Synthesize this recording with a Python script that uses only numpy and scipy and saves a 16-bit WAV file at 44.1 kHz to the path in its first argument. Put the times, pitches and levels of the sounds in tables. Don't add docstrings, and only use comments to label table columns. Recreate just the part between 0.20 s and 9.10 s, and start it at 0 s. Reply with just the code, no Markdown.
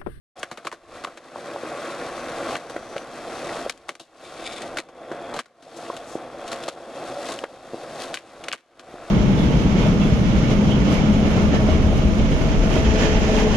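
import sys
import numpy as np
from scipy import signal
from scipy.fft import rfft, irfft, next_fast_len
from scipy.io import wavfile
from scipy.ndimage import minimum_filter1d

SR = 44100
rng = np.random.default_rng(int(sys.argv[2]) if len(sys.argv) > 2 else 0)


def wav_record(signal):
    frames = np.transpose(np.atleast_2d(signal))
    bounded = np.clip(frames, -1, 1)
    quanta = np.round(bounded * 32767).astype(np.int16)
    wavfile.write(sys.argv[1], SR, quanta)


N = 392490
TIME = np.arange(N) / SR
FADE_IN = np.clip((TIME - .155) / .02, 0, 1)

# time in seconds, level in dB.
BREEZE_LEVELS = [(.2, -67), (.8, -56), (1.3, -70), (1.9, -54.5), (3.4, -53), (4.2, -56), (6.2, -57),
                 (7.2, -62), (8.89, -52)]
# frequency in Hz, gain in dB.
AIR_EQ = [(15, -6), (30, -8), (60, -6.5), (100, -9.5), (200, -24), (500, -73)]
HISS_EQ = [(1800, -32.5), (2500, 1.5), (3000, 0), (3600, 4), (5000, -1), (7000, -5.5), (9500, -10),
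           (11000, -13), (12500, -24), (15000, -53)]
CRACK_EQ = [(1500, -26), (2700, 1), (4000, 5), (5000, -1.5), (7000, -4), (9500, -10.5), (11500, -16),
            (15000, -36)]
# start and end in seconds, level in dB.
WHISTLES = [(1.97, 2.11, -60), (2.4, 2.7, -58), (2.72, 2.82, -53.5), (3.14, 3.19, -58)]
WHEEL_SPINS = [(.18, .22, -59), (4.65, 5.14, -51), (5.5, 7.0, -57)]
# centre in seconds, level in dB, half length in seconds.
SOLE_SCUFFS = [(0.197, -47, 0.0042), (5.574, -37.5, 0.0082), (5.914, -44.5, 0.039)]
# time in seconds, level in dB.
GRIND_LEVELS = [(3.98, -80), (4.045, -39), (4.1, -40), (4.13, -59), (4.17, -40.5), (4.33, -38.5),
                (4.43, -44), (4.58, -97)]

# frequency in Hz, width in Hz, gain in dB.
SPINNING_AXLE_MODES = [(3300, 55, 0), (3520, 90, -3)]
GRIND_MODES = [(1870, 140, -5), (2290, 170, 1), (3570, 370, 1), (5240, 500, -11), (6700, 800, -14),
               (9500, 800, -17)]
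DECK_MODES = [(134.6, 76, -11.5), (246.6, 74, -4), (340, 81.6, -1.5), (488, 97.5, 0), (669, 186, -1)]
TRUCK_MODES = [(1093, 182, 2), (1383, 106, 4), (1494, 292, -1.5), (2480, 880, -12)]
HARDWARE_MODES = [(1525, 69, 5), (1935, 120, 7), (2653, 48, 7.5), (3220, 84, 4.5), (4020, 220, -4.5)]
PLYWOOD_MODES = [(1138, 170, 14), (1514, 246, 13), (1947, 410, 9.5), (2306, 300, 6.5), (3240, 890, -6)]

# time in seconds, level in dB.
RUMBLE_LEVELS = [(.17, -49), (.6, -47), (.75, -36.5), (1.0, -41), (1.1, -40), (1.17, -35), (2.0, -34.5),
                 (2.33, -30), (2.6, -33), (2.9, -34), (3.35, -29.5), (3.65, -39), (3.92, -38.5),
                 (4.08, -33.5), (4.5, -35.5), (4.75, -31), (5.12, -32.5), (5.45, -30), (6.1, -35.5),
                 (6.6, -36.5), (6.88, -31), (7.2, -39.5), (7.45, -39), (7.75, -34.5), (7.93, -37.5),
                 (8.1, -34), (8.89, -37)]
# time in seconds, wheel hiss and truck rattle in dB over the rumble.
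TREBLE_LEVELS = [(.2, -7, -1.5), (1.2, -12.5, -4.5), (1.8, -11, -2), (2.6, -13, -6), (3.3, -11.5, -5.5),
                 (4.1, -8, -4), (4.6, -17, -8), (5.15, -18.5, -6.5), (5.6, -9, -7), (6.1, -17, -6.5),
                 (6.9, -12, -7), (7.6, -11.5, -7.5), (8.89, -11.5, -4)]
# time in seconds, lower and upper drone in dB over the rumble.
DRONE_LEVELS = [(.2, -6, 2), (1.5, -10, -26), (2.199, -8, -8), (3.3, -24, -10), (4.2, -11, -7),
                (4.95, -7, -7), (5.7, -12, -2.5), (6.3, -2.5, -3), (6.95, 0, -3), (7.7, -10.5, -7),
                (8.15, -11, -8), (8.89, -16, -3)]
# centre in seconds, extra hiss in dB, half length in seconds.
WHEEL_SKIDS = [(2.34, 3.5, 0.04), (4.27, 2, 0.076), (6.38, 6.5, 0.11), (7.095, 9, 0.059), (7.83, 8, 0.027)]
# start in seconds, peak in dB, pitch in Hz, rise in seconds.
KNOCK_HITS = [(0.4715, -5, 1170, 0.0017), (0.515, -26, 970, .002), (0.525, -18, 1000, 0.0027),
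              (0.8478, -10, 1140, .002), (1.1589, -14.5, 845, 0.00083), (1.361, -15, 755, 0.00084),
              (1.4342, -17, 450, 0.0014), (2.56, -19, 474, 0.0015), (2.5633, -7.5, 520, 0.0012),
              (2.7616, -15.5, 450, 0.00073), (2.7639, -10.5, 574, .0015), (3.4624, -11.5, 560, 0.0016),
              (3.6915, 14, 1870, .0006), (4.5704, -18, 1750, 0.00065), (4.585, 6, 2220, 0.00027),
              (4.915, -10, 420, 0.0012), (5.189, 6, 2130, 0.002), (5.1902, 12, 1180, 0.0019),
              (5.699, -12.5, 496, 0.0021), (5.7, -11.5, 1070, 0.0021), (5.9537, -6.5, 390, 0.0012),
              (6.4832, -5, 620, 0.00086), (7.238, -7, 520, 0.0016), (7.2381, -8, 890, 0.0011),
              (7.5345, -14, 400, 0.00093), (7.543, -13, 400, 0.0011), (7.9721, -4, 2420, 0.00033),
              (8.74, -15.5, 362, 0.0014)]
# start in seconds, plywood level in dB, deck boom and treble crack in dB over the plywood.
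CLACK_HITS = [(0.23, -24.5, -5.5, -6.5), (0.3133, -33, 0.5, -4), (0.3733, -36.5, -0.5, -4.5),
              (.448, -37.5, 4, -3.5), (0.4693, -23, -5.5, -5), (0.5151, -32, -7, -8), (0.525, -31, 1, -5),
              (0.838, -35, 1, -4.5), (0.8465, -29, -12, -3.5), (0.87, -32, 2, -15), (0.973, -37, -4, -3),
              (2.353, -21, -5, -9.5), (2.365, -31, -2, -3), (2.497, -31.5, 4, -4), (2.5625, -30.5, -4, -12),
              (2.764, -29.5, -4, -10), (2.78, -36.5, -21, -0.5), (3.4957, -15, -8.5, 0),
              (3.575, -45, -10, 2), (3.684, -35, 15.5, 4), (3.691, -4.5, -7, -4), (3.7522, -22, -10, -1),
              (3.797, -25, 7, 9), (4.324, -42.5, -1, 2), (4.419, -42.5, -5, 2.5), (4.571, -29, -5, -3.5),
              (4.585, -14.5, -2, -0.5), (4.601, -29, -20, -3), (4.687, -34.5, 2, -7.5),
              (4.9146, -29, 1.5, -12.5), (5.139, -39, 4, 1), (5.163, -37.5, 3.5, -2),
              (5.1898, -1.5, -4, -2.5), (5.1985, -9.5, -7, -5), (5.258, -25, -4, -3), (5.423, -35, 3, 1.5),
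              (5.766, -39.5, -8, 4.5), (6.277, -44.5, -1, 6), (6.316, -34.5, 3.5, 0.5),
              (6.329, -38, -17, -4), (6.437, -44.5, -7, 5), (6.48, -36, -3, 2), (6.485, -29.5, -6, 0),
              (7.087, -35.5, 4.5, -1), (7.119, -41.5, -6, 4), (7.189, -41, -20, 0.5),
              (7.239, -27, -8, -10.5), (7.9414, -18, -10, 1), (7.951, -30, -7, 1), (7.9732, -25, -14, -5),
              (8.239, -37, -9, 0.5), (8.2831, -21, -10, -4), (8.3163, -24.5, -26, -9),
              (8.3267, -29, -29, 4), (8.33, 0, -12.5, -6.5), (8.336, -10, -4, -4), (8.342, -19, -9, -13),
              (8.358, -38, -7, -22), (8.594, -30.5, -3, -0.5)]

# frequency in Hz, likeness from 0 to 1.
PORT_LIKENESS = [(25, .1), (60, 0.65), (130, 0.99), (400, 1), (2000, 0.97), (4000, 0.81), (7000, 0.79),
                 (10000, 0.96), (13000, 0.27)]
# frequency in Hz, left minus right in dB.
PORT_BALANCE = [(500, 0), (2000, 1), (4000, 2), (5500, 7), (7500, 9), (9500, 12), (11500, 6), (13000, 0),
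                (15000, 4)]
# frequency in Hz, lead of the left side in radians.
PORT_LEAD = [(200, -0.127), (2500, 0.37), (4000, -0.45), (5500, 1), (7000, 0.25), (9000, 1), (11000, -1.7),
             (13000, -0.79)]


def from_db(db):
    return 10 ** (np.asarray(db) / 20)


def rms_one(x):
    return x / np.sqrt(np.mean(x ** 2) + 1e-20)


def automation(rows):
    times, *columns = np.transpose(rows)
    return [np.interp(TIME, times, column) for column in columns]


def swells(rows):
    return sum(height * np.exp(-.5 * ((TIME - centre) / half) ** 2) for centre, height, half in rows)


def gates(rows, fade_s):
    return sum(from_db(db) * np.interp(TIME, [start - fade_s, start, end, end + fade_s], [0, 1, 1, 0])
               for start, end, db in rows)


def drift(rate):
    return rms_one(np.interp(TIME * rate, np.arange(4000), rng.standard_normal(4000)))


def per_bin(points, size):
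    hz, value = np.transpose(points)
    return np.interp(np.log(np.fft.rfftfreq(size, 1 / SR) + 1), np.log(hz), value)


def cut(x, hz, kind, order=2):
    return signal.sosfilt(signal.butter(order, hz, kind, fs=SR, output="sos"), x)


def equalise(x, curve):
    cepstrum = irfft(np.log(from_db(per_bin(curve, size=4096))))
    half = len(cepstrum) // 2
    cepstrum[1:half] *= 2
    cepstrum[half + 1:] = 0
    impulse = irfft(np.exp(rfft(cepstrum)))
    return signal.fftconvolve(x, impulse[None], axes=1)[:, :x.shape[1]]


def resonate(x, modes):
    out = 0
    for k, (hz, width, db) in enumerate(modes):
        r = np.exp(-np.pi * width / SR)
        poles = [1, -2 * r * np.cos(2 * np.pi * hz / SR), r * r]
        ring = signal.lfilter([1, 0, -1], poles, x + 1e-18)
        out = out + (-1) ** k * from_db(db) * (1 - r * r) / 2 * ring
    return out


def two_ports(pair):
    size = next_fast_len(N)
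    mid, side = rfft(pair, size)
    alike = np.clip(per_bin(PORT_LIKENESS, size), 0, 1)
    return irfft(np.sqrt(1 + alike) * mid + np.sqrt(1 - alike) * side * [[1], [-1]], size)[:, :N]


def grains(per_s, spread_db):
    sizes = from_db(spread_db * np.minimum(rng.exponential(1, N), 4))
    hits = rng.random(N) < per_s / SR
    return rms_one(two_ports(sizes * hits * rng.standard_normal((2, N))))


def breeze(gust_db=2.0):
    level_db = automation(BREEZE_LEVELS)[0] + gust_db * drift(9)
    return from_db(level_db) * rms_one(equalise(two_ports(rng.standard_normal((2, N))), AIR_EQ))


def park_reverb(x, wet_db=-22, t60=0.036, dull_hz=4500, far_db=-40, far_t60=1.0):
    t = TIME[:SR // 2]
    scatter = cut(two_ports(rng.standard_normal((2, N)))[:, :len(t)], dull_hz, "low", order=1)
    tail = scatter * (from_db(-60 * t / t60) + from_db(far_db - 60 * t / far_t60)) * (t > .008)
    tail /= np.sqrt(np.sum(tail[0] ** 2))
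    return x + from_db(wet_db) * signal.fftconvolve(x, tail, axes=1)[:, :N]


def bearing_whistle(hz=5940, waver_hz=10, flutter_db=1.8):
    phase = 2 * np.pi * np.cumsum(hz + waver_hz * drift(13)) / SR
    level = gates(WHISTLES, fade_s=0.036) * from_db(flutter_db * drift(24.9))
    return level * np.sqrt(2) * np.sin(phase)


def spinning_wheel():
    ticks = grains(per_s=1600, spread_db=1)
    return gates(WHEEL_SPINS, fade_s=0.03) * rms_one(resonate(ticks, SPINNING_AXLE_MODES))


def scuffs(hz=6000, width_hz=3000):
    strokes = swells([(centre, from_db(db), half) for centre, db, half in SOLE_SCUFFS])
    swish = resonate(grains(per_s=8000, spread_db=1.8), [(hz, width_hz, 0)])
    return strokes * rms_one(cut(swish, 11300, "low", order=4))


def grind(catch_db=4.0):
    level_db, = automation(GRIND_LEVELS)
    slips = grains(per_s=3000, spread_db=2.6) * from_db(catch_db * drift(90))
    return from_db(level_db) * rms_one(resonate(slips, GRIND_MODES))


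def deck(force):
    return cut(resonate(force, DECK_MODES), 1023, "low", order=4)


def trucks(force):
    return cut(resonate(force, TRUCK_MODES), [900, 3100], "band", order=3)


def wheel_drone(force, hz, width_hz=124, wander=0.024):
    carrier = np.exp(2j * np.pi * np.cumsum(hz * (1 + wander * drift(12))) / SR)
    r = np.exp(-np.pi * width_hz / SR)
    envelope = signal.lfilter([1], [1, -2 * r, r * r], force / carrier)
    return rms_one(np.real(carrier * envelope))


def loose_hardware(force, loose_db=2.5):
    return rms_one(sum(from_db(loose_db * drift(30)) * resonate(force, [mode])
                       for mode in HARDWARE_MODES))


def rolling(drone_hz=(557.5, 706), hardware_db=-4, skid_rattle_share=0.5):
    rumble_db, = automation(RUMBLE_LEVELS)
    hiss_db, rattle_db = rumble_db + np.array(automation(TREBLE_LEVELS))
    skid_db = swells(WHEEL_SKIDS)
    hiss_db += skid_db
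    rattle_db += skid_rattle_share * skid_db
    patches_db, flutter_db = 0.77 * drift(22), 0.42 * drift(110)
    grit_db = (0.97 + 0.3 * skid_db) * drift(350)
    rumble = from_db(rumble_db) * rms_one(deck(grains(per_s=2500, spread_db=1.87)))
    tread, pebbles = rng.standard_normal(N), grains(per_s=900, spread_db=3.3)
    drone = sum(from_db(rumble_db + db) * wheel_drone(tread, hz)
                for hz, db in zip(drone_hz, automation(DRONE_LEVELS)))
    rattle = from_db(rattle_db + flutter_db) * rms_one(trucks(grains(per_s=4000, spread_db=0.86)))
    fine_grain = grains(per_s=9000, spread_db=0.2)
    hiss = from_db(hiss_db + flutter_db + grit_db) * rms_one(equalise(fine_grain, HISS_EQ))
    ring = from_db(hiss_db + hardware_db) * loose_hardware(pebbles)
    return from_db(patches_db) * (rumble + drone + rattle + hiss + ring)


def knocks(body_db=-12, low_cut_hz=110):
    blows, t = np.zeros(N), TIME[:SR // 20]
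    for start_s, db, hz, rise_s in KNOCK_HITS:
        start = round(start_s * SR)
        swell = (t / rise_s * np.exp(1 - t / rise_s)) ** 2
        blows[start:start + len(t)] += from_db(db) * swell * np.sin(2 * np.pi * hz * t)
    return cut(blows + from_db(body_db) * deck(blows), low_cut_hz, "high")


def plywood(force, boom_db, tilt=0.91, spread_db=1.5, detune=.015):
    hz, width, db = np.transpose(PLYWOOD_MODES)
    pitch_offset, level_offset = rng.standard_normal((2, len(hz)))
    tilt_db = -tilt * boom_db * np.log2(hz / hz[0])
    modes = zip(hz * (1 + detune * pitch_offset), width, db + spread_db * level_offset + tilt_db)
    return cut(resonate(force, modes), [900, 4200], "band")


def clacks(snap=1.56, wood_snap=0.9, rise_s=0.00043, rattle_db=-23, rattle_t60=0.18, loose_share=0.14):
    out, t = np.zeros((2, N)), TIME[:SR // 7]
    chatter = grains(per_s=7000, spread_db=1.8)
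    hardware = rms_one(chatter * (rng.random(N) < loose_share))
    impact = np.exp(-((t - rise_s) / 6e-5) ** 2)
    for start_s, wood_db, boom_db, crack_db in CLACK_HITS:
        start = round(start_s * SR)
        span = slice(start, start + len(t))
        smack_t60 = 0.074 * 2 ** (boom_db / 7)
        smack = chatter[:, span] * from_db(-60 * t / smack_t60)
        rattle = hardware[:, span] * from_db(rattle_db - 60 * t / rattle_t60)
        force = (smack + rattle) * (1 - np.exp(-t / rise_s)) + snap * impact
        wood = plywood(force + wood_snap * impact, boom_db)
        for layer, db in [(deck(force), boom_db), (wood, 0), (equalise(force, CRACK_EQ), crack_db)]:
            attack_rms = np.sqrt(np.mean(layer[:, :SR // 50] ** 2))
            out[:, span] += from_db(wood_db + db) * layer / attack_rms
    return out


def gain_control(x, threshold_db=-26, hold_s=0.15, release_s=0.22, average_s=0.0055, ahead_s=0.00227):
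    sidechain = cut(x.mean(axis=0), (600, 7000), "band", order=1)
    pole = np.exp(-1 / (average_s * SR))
    power = signal.lfilter([1 - pole], [1, -pole], sidechain ** 2)
    over_db = np.maximum(10 * np.log10(power + 1e-12) - threshold_db, 1e-6)
    half = int(hold_s * SR / 2)
    held_db = -minimum_filter1d(-over_db, 2 * half + 1, origin=half)
    release = TIME / release_s
    duck_db = np.exp(np.maximum.accumulate(np.log(held_db) + release) - release)
    return x * from_db(-np.interp(TIME + ahead_s, TIME, duck_db))


def scene():
    air = breeze()
    board = rolling() + clacks() + knocks() + grind() + scuffs() + bearing_whistle() + spinning_wheel()
    return (park_reverb(board) + air) * FADE_IN


def record(dry, ceiling=0.28, self_noise_db=-72, top_hz=15200):
    size = next_fast_len(N + SR // 10)
    split = np.array([[.5], [-.5]])
    balance = from_db(split * per_bin(PORT_BALANCE, size))
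    phase = np.exp(1j * split * per_bin(PORT_LEAD, size))
    self_noise = from_db(self_noise_db) * FADE_IN * cut(rng.standard_normal((2, N)), 6900, "low")
    heard = irfft(rfft(gain_control(dry), size) * balance * phase, size)[:, :N] + self_noise
    rounded = ceiling * np.tanh(heard / ceiling)
    return signal.sosfilt(signal.ellip(10, .1, 80, top_hz, fs=SR, output="sos"), rounded)


dry = scene()
out = record(dry)
wav_record(out)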